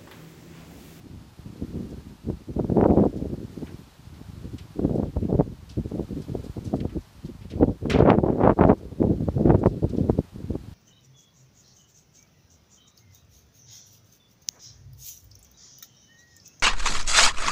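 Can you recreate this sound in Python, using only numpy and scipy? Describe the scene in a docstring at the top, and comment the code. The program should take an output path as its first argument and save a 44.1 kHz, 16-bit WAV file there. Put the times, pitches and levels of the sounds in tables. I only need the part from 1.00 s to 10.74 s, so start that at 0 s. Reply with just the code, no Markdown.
"""Gusts of wind buffet a small handheld microphone among berry bushes.
Eddies tumble over its port as low lumps of pressure: filtered trains of random impulses for the
many small ones, windowed cosines with narrow crests for the strong ones; fast air makes both finer.
Leaves tick against each other and one snaps close by, as bursts of noise whose treble dies first.
Behind them lies a faint hiss of foliage and microphone self-noise, made of coloured noise."""
import sys
import numpy as np
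from scipy import signal
from scipy.fft import rfft, irfft
from scipy.io import wavfile
from scipy.ndimage import uniform_filter1d, minimum_filter1d

SR = 44100
rng = np.random.default_rng(int(sys.argv[2]) if len(sys.argv) > 2 else 0)


def dump(signal):
    """Clip the signal to [-1, 1] and save it as 16-bit WAV at the path in sys.argv[1]."""
    limited = np.clip(np.atleast_2d(signal).T, -1, 1)
    pcm = np.round(limited * 32767).astype(np.int16)
    wavfile.write(sys.argv[1], SR, pcm)


N = 429534

# Rushes of air over the port:
# [start t/s, build-up t/s, dying t/s, relative level/dB, extra fineness/dB, extra depth/dB]
RUSHES = [(0.0, .14, 0.13, -40, -4.5, -3.5), (.44, 0.33, 0.6, -34.5, -1, -7.5),
          (1.231, 0.068, 0.065, -34, 0, 4), (1.481, 0.25, 0.17, -25, -1.5, 0.5),
          (1.74, 0.12, 0.072, -21.5, 1.5, -14), (1.929, .07, 0.095, -22, 2, -4.5),
          (2.09, 0.046, .15, -31.5, 3.5, -5.5), (2.28, 0.042, 0.83, -35, 2.5, -5.5),
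          (2.98, 0.43, 0.42, -35.5, -4, 2), (3.772, 0.17, 0.15, -24, 0.5, -2),
          (4.14, 0.07, 0.073, -30.5, 0.5, 2.5), (4.28, .08, .08, -22.5, 0.5, 4.5),
          (4.45, 0.035, 0.056, -33, 0, 2), (4.55, 0.099, 0.13, -42.5, -5, 2),
          (4.759, .05, 0.073, -31, -2.5, -1.5), (4.9, 0.056, 0.086, -28.5, -0.5, -2),
          (5.07, 0.087, 0.077, -33, -2, 0), (5.27, 0.053, 0.16, -33, 1, -1), (5.55, 0.27, 0.21, -34, 0, -5),
          (6.15, 0.096, 0.28, -38.5, -5.5, 1), (6.522, 0.046, 0.19, -25.5, 2.5, 0.5),
          (6.821, 0.26, 0.039, -18, 1.5, 0), (7.055, 0.043, 0.062, -11, 1.5, -3),
          (7.232, 0.054, 0.15, -16.5, 4, -4), (7.403, .03, .1, -10, 3.5, -2),
          (7.579, 0.038, 0.054, -12, 3.5, 4), (7.681, 0.028, 0.032, -16.5, 2, -3.5),
          (7.771, 0.047, 0.29, -33, 4.5, 2), (7.989, 0.059, 0.12, -23.5, 0.5, -2),
          (8.15, .07, 0.17, -25, -5.5, 4), (8.369, 0.13, 0.22, -19.5, -1.5, 3),
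          (8.719, 0.029, 0.064, -25.5, -5.5, 5.5), (8.83, 0.16, 0.18, -25.5, -4, 2),
          (9.329, 0.12, 0.29, -31, -2, 5)]
LULL_DB = -51  # relative level between rushes
SAG_DB_PER_S, EDGE_S = 29.5, 0.016  # fall away from the loudest moment; softness of start and stop
FINE_DB, FINE_PER_DB = -19., 0.53  # share of fine eddies at level -29 dB, and its growth with level
DEEP_DB, DEEP_PER_DB = -7., -0.3847  # share of deep eddies at level -32.5 dB, likewise
PUFF_S, PUFF_DB = .012, -15.5  # air that swirls around each strong eddy: duration, level below it


def airflow():
    """Superposition of powers: rushes add to a lull, and a puff surrounds every strong eddy."""
    t = np.arange(0, N / SR + .1, .002)
    start, build, dying, db, extra_fine_db, extra_deep_db = np.transpose(RUSHES)[:, :, None]
    rise = (1 + np.tanh((t - start) / EDGE_S)) / 2
    stop = (1 + np.tanh((start + build + dying - t) / EDGE_S)) / 2
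    sag_db = SAG_DB_PER_S * abs(t - start - build)
    rush = (rise * stop * gain_of(db - sag_db)) ** 2
    steady = rush.sum(axis=0) + gain_of(LULL_DB) ** 2

    s, eddy_db, sharp_db = np.transpose(EDDIES)[:, :, None]
    puffs = gain_of(eddy_db + PUFF_DB) ** 2 * np.exp(-((t - s) / PUFF_S) ** 2)
    power = steady + puffs.sum(axis=0)
    level_db = 10 * np.log10(power)

    # extras count in proportion to the power of their rush or puff
    rush_fine_db = (rush * extra_fine_db).sum(axis=0) / steady
    puff_fine_db = (puffs * sharp_db).sum(axis=0) / power
    rush_deep_db = (rush * extra_deep_db).sum(axis=0) / steady
    fineness_db = FINE_DB + FINE_PER_DB * (level_db + 29) + rush_fine_db + puff_fine_db
    depth_db = DEEP_DB + DEEP_PER_DB * (level_db + 32.5) + rush_deep_db
    return t, 10 * np.log10(steady), level_db, fineness_db, depth_db


FINE_WANDER_DB, DEEP_WANDER_DB, WANDER_S = 3.5, 4., 0.025  # both shares also drift by chance


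def buffeting(corner_hz=480, db_per_octave=16, fall_db=11.5, bend=2.15, eddies_per_s=900,
              spread_db=-0.5, lumps_db=3.5):
    """Turbulent cascade: dense small eddies in clumps, reaching higher in frequency the finer they are."""
    size = gain_of(spread_db * np.minimum(rng.exponential(1, N), 5)) * rng.standard_normal(N)
    train = size * (rng.random(N) < eddies_per_s / SR)
    train = train * gain_of(lumps_db * wander(0.011))  # clumps
    train = train * gain_of(1.5 * wander(.035))  # separate puffs
    hz, t, z = signal.stft(evened(train), SR, nperseg=1024, noverlap=896)
    hz = hz[:, None]

    s, _, level_db, fine_db, deep_db = airflow()
    at = np.minimum(s * SR, N - 1).astype(int)
    fine_db = fine_db + FINE_WANDER_DB * wander(WANDER_S)[at]
    deep_db = deep_db + DEEP_WANDER_DB * wander(WANDER_S)[at]

    # friction wipes out the smallest eddies: ever steeper
    corner = corner_hz * 2 ** np.interp(t, s, (fine_db + 19) / db_per_octave)
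    friction_db = -fall_db * (hz / corner) ** bend
    bass_db = (np.interp(t, s, deep_db) + 8.5) / (1 + (hz / 120) ** 4)
    # fast air tears into a rough spray
    spray_db = -23.5 + 1.96 * np.interp(t, s, level_db + 18.0) - 11 * hz / 1000
    shape = gain_of(friction_db + bass_db) + gain_of(spray_db)
    shape = shape / np.sqrt((shape ** 2).mean(axis=0))  # even spectral power in every frame

    air = signal.istft(z * shape, SR, nperseg=1024, noverlap=896)[1][:N]
    return air * gain_of(np.interp(np.arange(N) / SR, s, level_db) + 2.0)


# Strong single eddies: [t/s, relative level/dB, extra sharpness/dB]
EDDIES = [(0.146, -30.5, 5), (0.392, -28.5, 1.5), (0.461, -25, -1), (0.623, -19.5, -1), (0.771, -13.5, -5),
          (0.856, -28, 0.1), (1.275, -16, -5.5), (1.301, -11.5, 0.7), (1.567, -12, -3), (1.598, -7, 2.1),
          (1.646, -12.5, 2), (1.7, -12.5, 4.5), (1.789, -10, -4), (1.812, -6, 7), (1.841, -7, 6),
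          (1.859, -8, 0.1), (1.901, -4.5, -1.5), (1.974, -7, -0.5), (1.998, -8, -0.5), (2.041, -11, 3.5),
          (2.342, -20.5, 1), (2.632, -18, 0.1), (2.744, -26, -3), (3.215, -23.5, 1), (3.409, -30, -8),
          (3.795, -10.5, 0.1), (3.851, -6, -4), (3.908, -15, -2), (4.033, -12, 3), (4.17, -10.5, 0.1),
          (4.253, -17.5, -2), (4.328, -7, -2.5), (4.392, -8, -2.5), (4.409, -4.5, 0.5), (4.5, -25, -12),
          (4.796, -16.5, -2), (4.92, -19, 5.5), (4.997, -12, 0.5), (5.131, -20.5, 0.1),
          (5.352, -15.5, -0.2), (5.497, -21.5, -4), (5.581, -14.5, 0.5), (5.675, -17.5, -5),
          (5.742, -6.5, 1.5), (5.853, -11, 1.2), (5.967, -13, -2.5), (6.249, -24, 2.5), (6.455, -22, 0.5),
          (6.631, -0.5, -0.8), (6.696, -9.5, -2), (6.857, -11.5, 2.5), (6.962, -7.5, -1),
          (7.007, -0.5, 0.8), (7.024, -0.5, 1.5), (7.062, -0.5, 2.5), (7.073, -3, -1), (7.093, -4, 4),
          (7.103, 2, 18), (7.131, -2.5, 4), (7.186, -2, 0.5), (7.288, -8.5, 1), (7.413, -3.5, -0.5),
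          (7.437, -9, -1), (7.454, -12, 4.5), (7.471, -7.5, 0.1), (7.508, -4.5, 5.5), (7.611, 2.5, 1.8),
          (7.639, 0, 6.5), (7.7, 2.5, 1.7), (7.717, 0.5, 2), (8.028, -14, 10), (8.118, -13.5, -3),
          (8.208, -11, -2), (8.287, -6, 3.5), (8.381, -12, 2.5), (8.476, -8, -2), (8.506, 0.5, 3.5),
          (8.547, 0, 0.3), (8.639, -8.5, 7.5), (8.661, -2.5, 5.7), (8.843, -7.5, 1), (8.952, -18, 3),
          (9.011, -11.5, -5), (9.098, -1, 0.3), (9.19, -6.5, 0.5), (9.443, -17, -7), (9.507, -12, 0.3),
          (9.555, -9, 0.7)]
# pitch and crest half-width at the usual fineness, before chance; an octave finer for every FINER_DB
EDDY_HZ, CREST_MS, FINER_DB = 275.5, 0.64, 12.5
THINNEST_MS = .14
LESSER_PER_S = 12.  # lesser eddies by chance
LESSER_DB, LESSER_SPREAD_DB = 6.5, 4.5  # their level over that of the rush, and its spread either way


def eddy_rows():
    """Advection scaling: the finer the air, the higher an eddy's pitch and the thinner its crest."""
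    t, steady_db, _, fine_db, _ = airflow()
    at, size = rng.random((int(LESSER_PER_S * N / SR), 2)).T
    at = .05 + at * (N / SR - .1)
    lesser_db = np.interp(at, t, steady_db) + LESSER_DB + LESSER_SPREAD_DB * (2 * size - 1)
    lesser = np.transpose([at, lesser_db, 0 * at])
    s, db, sharp_db = np.vstack([EDDIES, lesser]).T

    finer = 2 ** ((np.interp(s, t, fine_db) + sharp_db - FINE_DB) / FINER_DB)
    pitch, thin = rng.uniform(-0.89, 1, (len(s), 2)).T
    eddy_hz = EDDY_HZ * finer * 2 ** (.3 * pitch)
    crest_ms = np.maximum(CREST_MS / finer * 2 ** (0.19 * thin), THINNEST_MS)
    return np.transpose([s, db, eddy_hz, crest_ms])


def eddies(turns=0.54, crest_share=0.81, ripple=0.66, mostly_up=.75):
    """Vortex pressure pulse: a round lump of a cycle or two, with a narrow crest and smaller ripples."""
    out = np.zeros(N)
    t = np.arange(-800, 800) / SR
    rows = eddy_rows()
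    chances = 2 * rng.random((len(rows), 22)) - 1
    for (s, db, hz, crest_ms), (side, lean, *ripples) in zip(rows, chances):
        window = np.exp(-.5 * (t * hz / turns) ** 2)
        swing = np.cos(2 * np.pi * (t * hz + 0.14 * lean))
        # ten ripples within 13 ms, weaker further out; the crest itself at the centre
        place, strength = np.reshape(ripples, (2, -1))
        size = np.append(ripple * strength * (1 - abs(place)), 1)[:, None]
        at = np.append(.013 * place, 0)[:, None]
        crests = (size / (1 + ((t - at) * 1000 / crest_ms) ** 2)).sum(axis=0)
        lump = (1 - crest_share) * window * swing + crest_share * np.hanning(len(t)) * crests
        sign = np.sign(2 * mostly_up - 1 - side)  # positive with probability mostly_up
        add(out, s + t[0], gain_of(db) * lump * sign)
    return out


# Leaves brushing leaves, the loudest a snap:
# [t/s, relative level/dB, centre f/Hz, nominal decay time to -60 dB at 4 kHz t/s]
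TICKS = [(2.16, -50.5, 5460, 0.18), (2.664, -44.5, 1900, 0.081), (3.58, -39.5, 3940, 0.11),
         (3.949, -52, 6500, 0.16), (4.689, -45, 4260, .2), (5.214, -47, 5500, .15),
         (5.435, -50, 6000, 0.22), (5.641, -49, 5470, 0.36), (5.801, -37.5, 2770, 0.04),
         (5.889, -48.5, 1780, .1), (6.006, -50, 5000, 0.099), (6.249, -51, 4700, .14),
         (6.412, -51, 2500, .12), (6.5, -40.5, 3470, 0.12), (6.897, -21.5, 2000, 0.21),
         (6.985, -38, 3050, 0.098), (8.655, -49, 6000, 0.28), (8.891, -43.5, 4640, 0.084),
         (8.959, -51, 4100, 0.23)]
TICK_FALL_DB, WIDER_PER_DB = 9.5, 0.22  # fall one octave off centre at -45.5 dB; harder is wider
TICK_RISE_S = 0.0072  # start of a -44 dB tick, harder ones quicker
SMALL_TICKS_PER_S, SMALL_TICK_DB = 2., -55  # faint ticks by chance; level of the faintest


def ticks(patchy_db=3.0, hold=1.13):
    """Frequency-dependent damping: patchy crackle around each leaf's own tone loses its treble first."""
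    out = np.zeros(N)
    chance = rng.random((int(SMALL_TICKS_PER_S * N / SR), 4))
    small = chance * [N / SR, 6., 4000., .1] + [0, SMALL_TICK_DB, 2500., .05]
    for s, db, centre_hz, t60 in np.vstack([TICKS, small]):
        hz, t, z = signal.stft(rng.standard_normal(16384), SR, nperseg=128)
        hz = hz[:, None]
        patches = uniform_filter1d(rng.standard_normal(z.shape), 3, axis=0)
        patches = evened(uniform_filter1d(patches, 4, axis=1))
        fall_db = max(TICK_FALL_DB - WIDER_PER_DB * (db + 45.5), 1)
        colour = gain_of(-fall_db * np.log2(np.maximum(hz, 100) / centre_hz) ** 2)
        decay_db = -60 * (t / max(t60, .01)) ** hold * (hz / 4000) ** 0.87
        crackle = z * evened(colour) * gain_of(patchy_db * patches + decay_db)
        burst = signal.istft(crackle, SR, nperseg=128)[1]
        quickness = gain_of(0.27 * (db + 44))
        rise = np.minimum(np.arange(len(burst)) / SR / TICK_RISE_S * quickness, 1)
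        add(out, s, gain_of(db - 4.5) * burst * rise)
    return out


# Spectrum of garden hiss and microphone self-noise: [f/Hz, relative density level/dB]
HISS = [(30, -12), (100, -30.5), (300, -0.5), (900, 1), (1400, -3), (2060, -7), (4290, -7), (9190, -16),
        (14700, -18.5), (16000, -17.5)]
HISS_DB = -57


def hiss():
    """Incoherent sum of far foliage: coloured noise that swells slowly and flutters a little."""
    f, level_db = np.transpose(HISS)
    hz = np.fft.rfftfreq(N, 1 / SR)
    colour_db = np.interp(np.log(hz + 1), np.log(f + 1), level_db)  # on a log-frequency axis
    swell_db = 0.87 * wander(0.38)
    flutter_db = 0.37 * wander(0.0083)
    noise = irfft(rfft(rng.standard_normal(N)) * gain_of(colour_db), N)
    return gain_of(HISS_DB + swell_db + flutter_db) * evened(noise)


def gain_of(db):
    """Logarithmic level: decibels to an amplitude factor."""
    return 10 ** (np.asarray(db) / 20)


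def evened(x):
    """Normalisation: scales to rms 1."""
    return x / np.sqrt(np.mean(x ** 2) + 1e-20)


def wander(seconds):
    """Low-pass random process: smooth chance of rms 1 that changes over the given time."""
    size = max(int(seconds * SR), 2)
    return evened(uniform_filter1d(uniform_filter1d(rng.standard_normal(N), size), size))


def add(mix, s, sound):
    """Linear superposition: mixes a sound in at a time."""
    part = mix[round(s * SR):][:len(sound)]
    part += sound[:len(part)]


def scene():
    """Superposition of all pressures that reach the port."""
    return (buffeting() + eddies() + ticks() + hiss())[None]


EDGE_HZ = 15400  # upper band limit


def record(dry):
    """Transducer chain: bass cut, asymmetric diaphragm, gain control, limiter and band limit."""
    x = signal.sosfilt(signal.butter(3, 52, "high", fs=SR, output="sos"), dry)
    x = x + .08 * x ** 2  # the diaphragm leans one way: even-order distortion
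    x = signal.sosfilt(signal.butter(2, 35, "high", fs=SR, output="sos"), x)

    # gain control ducks on the loudest gusts; its detector recovers 5 dB a second
    power_db = 10 * np.log10(abs(uniform_filter1d(x[0] ** 2, 1800)) + 1e-12)
    fall = np.arange(N) * 5. / SR
    held_db = np.maximum.accumulate(power_db + fall) - fall
    over_db = np.maximum(held_db + 15.5, 0)
    x = x / gain_of(.6 * uniform_filter1d(over_db, 900))

    # limiter: gain follows the highest crest within 5 ms either side, smoothed
    excess = np.maximum(abs(x) / .95, 1)
    crests = -minimum_filter1d(-excess, size=441)
    x = x / uniform_filter1d(crests, size=441)
    band = signal.firwin(1023, EDGE_HZ, window=("kaiser", 9), fs=SR)
    return signal.oaconvolve(x, band[None], "same")


dry = scene()
out = record(dry)
dump(out)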